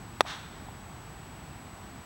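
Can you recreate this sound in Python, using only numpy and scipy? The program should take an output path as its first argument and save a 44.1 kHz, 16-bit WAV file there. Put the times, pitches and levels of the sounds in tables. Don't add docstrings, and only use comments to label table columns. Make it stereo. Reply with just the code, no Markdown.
import sys
import numpy as np
from scipy import signal
from scipy.fft import rfft, irfft
from scipy.io import wavfile
from scipy.ndimage import uniform_filter1d

SR = 44100
rng = np.random.default_rng(int(sys.argv[2]) if len(sys.argv) > 2 else 0)


def dump_mix(stems):
    frames = np.atleast_2d(stems).T
    limited = np.clip(frames, -1, 1)
    pcm = np.round(limited * 32767).astype(np.int16)
    wavfile.write(sys.argv[1], SR, pcm)


def ratio(d):
    e = np.asarray(d, float) / 20
    return 10 ** e


N = 90404
T = np.arange(N) / SR
FREQ = np.maximum(np.fft.rfftfreq(N, 1 / SR), 1)
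STRIKE_S = .207649
ECHO_CORE_S = .0012


def curve(table):
    hz, value = np.transpose(table)
    return np.interp(np.log(FREQ), np.log(hz), value)


def pan(left_over_right_db):
    return ratio(np.array([[left_over_right_db / 2], [-left_over_right_db / 2]]))


def place(x, s):
    return irfft(rfft(x, N) * np.exp(-2j * np.pi * FREQ * s), N)


def walk(rate_hz):
    k = int(SR / rate_hz)
    steps = np.repeat(rng.standard_normal(N // k + 1), k)
    return 0.7 * uniform_filter1d(uniform_filter1d(steps, k), k)[:N]


# frequency in Hz, left level in dB, right level in dB.
WHISTLE_LINES = [(7866.83, -57, -66), (15733.66, -66, -68)]


def whistle():
    out = 0
    for hz, left_db, right_db in WHISTLE_LINES:
        out = out + np.sqrt(2) * ratio(np.array([[left_db], [right_db]])) * np.sin(2 * np.pi * hz * T)
    return out


# frequency in Hz, density in dB per Hz.
AIR_SPECTRUM = [(26, -21), (44, -2), (129, -1.5), (320, -10), (520, -18), (790, -11), (6380, -32),
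                (15500, -41.5)]
# frequency in Hz, level difference in dB.
AIR_BALANCE_DB = [(60, 9.8), (110, 15), (200, 12.4), (380, 3.9), (700, 3.5), (1290, 1.9), (2380, 0.33),
                  (4400, 0.33), (8120, 1.3), (15000, 0.5)]
# frequency in Hz, correlation from -1 to 1.
AIR_LIKENESS = [(60, -0.91), (300, -0.62), (1400, -0.5), (5000, -0.64), (12000, -0.4)]
# frequency in Hz, phase in rad.
AIR_LAG_RAD = [(60, .1), (250, .45), (900, .45), (2500, .25), (5000, 0)]


def air():
    level_db, swell_db, flicker_db = -45.5, .5, .8
    a, b = rfft(rng.standard_normal((2, N)))
    alike = np.clip(curve(AIR_LIKENESS), -.98, .98)
    lean = ratio(curve(AIR_BALANCE_DB) / 2)
    left = a * lean
    right = (alike * a * np.exp(-1j * curve(AIR_LAG_RAD)) + np.sqrt(1 - alike ** 2) * b) / lean
    mono_gain = np.sqrt((lean ** 2 + lean ** -2 + 2 * alike) / 4)
    pair = np.array([left, right]) * ratio(curve(AIR_SPECTRUM)) / mono_gain
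    swell = swell_db * walk(0.94)
    half_octave = 2 * np.log2(FREQ / 20)
    out = 0
    for k in range(21):
        band = np.cos(np.pi / 2 * np.clip(half_octave - k, -1, 1)) ** 2
        out = out + irfft(pair * band, N) * ratio(swell + flicker_db * walk(11.74))
    return out * ratio(level_db) / np.sqrt(np.mean(out.mean(0) ** 2))


# start in seconds, level in dB re the blow, pitch in Hz, width in Hz,
# left over right in dB.
WALL_SLAPS = [
    (.2503, -24.5, 730, 500, 7),
    (.2533, -31, 800, 600, 17),
    (0.2631, -27.5, 1190, 1800, -10),
    (0.6849, -26.5, 820, 250, 21),
]


def slaps(hit):
    out = 0
    for start_s, db, hz, width_hz, pan_db in WALL_SLAPS:
        b, a = signal.iirpeak(hz, hz / width_hz, fs=SR)
        dull = signal.lfilter(b, a, signal.lfilter(b, a, hit.mean(0)))
        out = out + ratio(db) * pan(pan_db) * place(dull, start_s)
    return out


# frequency in Hz, gain in dB.
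FOLIAGE_GAIN = [(300, -30), (700, -3.5), (1500, 2), (2400, 3.5), (3600, 5.5), (4600, 2), (7500, 7),
                (14000, 2)]


def trees(hit):
    start_s, rise_s, near_t60_s, far_t60_s = .253, .054, .3, 1.4
    level_db, far_db, pan_db, spread_db = -40.5, -5, 6, 2.0
    leaves_per_s, alike, far_dull_hz = 6000, 0.63, 5500
    age = np.maximum(T - start_s, 0)
    rise = np.sin(np.pi / 2 * np.clip(age / rise_s, 0, 1)) ** .8
    after = np.maximum(age - rise_s, 0)
    near = rise * ratio(-60 * after / near_t60_s)
    far = rise * ratio(far_db - 60 * after / far_t60_s)

    sizes = rng.choice([-1, 1], (3, N)) * ratio(spread_db * rng.exponential(size=(3, N)))
    leaves = (rng.random((3, N)) < leaves_per_s / SR) * sizes
    leaves = np.sqrt(alike) * leaves[0] + np.sqrt(1 - alike) * leaves[1:]

    core = hit[1] * np.exp(-(T[:hit.shape[1]] / ECHO_CORE_S) ** 2)
    colour = rfft(core, N) * ratio(curve(FOLIAGE_GAIN))
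    unit = np.sqrt(np.mean(irfft(rfft(leaves) * colour, N) ** 2))
    both = rfft(leaves * near) + rfft(leaves * far) / (1 + 1j * FREQ / far_dull_hz)
    return irfft(both * colour, N) / unit * ratio(level_db) * pan(pan_db)


def turf(hit):
    level_db, rise_s, end_s, t60_s, tilt = -29, .0025, .0108, .04, .45
    t = T[:hit.shape[1]]
    gate = np.clip(t / rise_s, 0, 1) * np.clip((end_s - t) / .0005, 0, 1)
    gate = gate * ratio(level_db - 60 * t / t60_s)
    common, own = rng.standard_normal(len(t)), rng.standard_normal((2, len(t)))
    blades = signal.lfilter([1, -tilt], 1, (common + 0.14 * own) * gate)
    core = hit * np.exp(-(t / (2 * ECHO_CORE_S)) ** 2)
    return signal.fftconvolve(core, blades, axes=1)[:, :len(t)]


def ring(hz, db, t60_s):
    t = T[:SR // 20]
    return ratio(db) * np.exp(-np.log(1000) * t / t60_s) * np.cos(2 * np.pi * hz * t)


def ring_all(table):
    return sum(pan(pan_db) * ring(hz, db, t60_s) for hz, db, t60_s, pan_db in table)


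# frequency in Hz, level in dB, t60 in seconds,
# left over right in dB.
HEAD_BALL_MODES = [(410, -21, .02, 14), (570, -9.2, .013, 7.3), (790, .3, .0062, 2.2),
                   (1190, -15.2, .02, 1.1), (1820, -21, .014, .6), (2580, -21, .0126, 4.5),
                   (3480, -4.5, .0048, 3.7), (4190, -18, .012, 1.9), (5530, -3, .0026, 4.9)]
# frequency in Hz, level in dB, t60 in seconds,
# left over right in dB.
FACE_TICK = [(7050, -31, 0.011, -4), (7667, -30, 0.015, 9), (8390, -31, 0.0094, -9), (9950, -29, 0.012, 5),
             (11100, -35, 0.0069, -7), (13600, -28, .002, 0)]
# corner in Hz (left, then right).
CAPSULE_LOW_CUT_HZ = np.array([[269], [800]])


def blow():
    contact_s, strike_db = .000232, .7
    t = T[:SR // 20]
    contact = np.clip(t / contact_s, 0, 1)
    push = np.sin(np.pi * contact) ** 2
    modes = signal.fftconvolve(ring_all(HEAD_BALL_MODES), push[None] / push.sum(), axes=1)[:, :len(t)]
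    hit = -modes - ring_all(FACE_TICK) * contact
    jf = 1j * np.fft.rfftfreq(len(t), 1 / SR)
    low_cut = (jf / (CAPSULE_LOW_CUT_HZ + jf)) ** 2
    return irfft(rfft(hit) * low_cut, len(t)) * ratio(strike_db)


def scene():
    hit = blow()
    direct = hit + turf(hit)
    return whistle() + air() + slaps(direct) + trees(hit) + place(direct, STRIKE_S)


def low_pass(x):
    return signal.sosfilt(signal.butter(12, 16270, fs=SR, output="sos"), x)


def record(dry):
    duck_db, duck_late_s, attack_s, recovery_s = -5.5, .0058, .00077, .035
    top_hz, clip = 15850, 1.0
    age = T - STRIKE_S - duck_late_s
    dip = np.clip(age / attack_s, 0, 1) * np.exp(-(np.maximum(age, 0) / recovery_s) ** 2)
    ducked = dry * ratio(duck_db * dip)
    cut = irfft(rfft(ducked) * np.clip((top_hz - FREQ) / 80, 0, 1), N)
    return low_pass(np.clip(cut, -clip, clip))


dry = scene()
out = record(dry)
dump_mix(out)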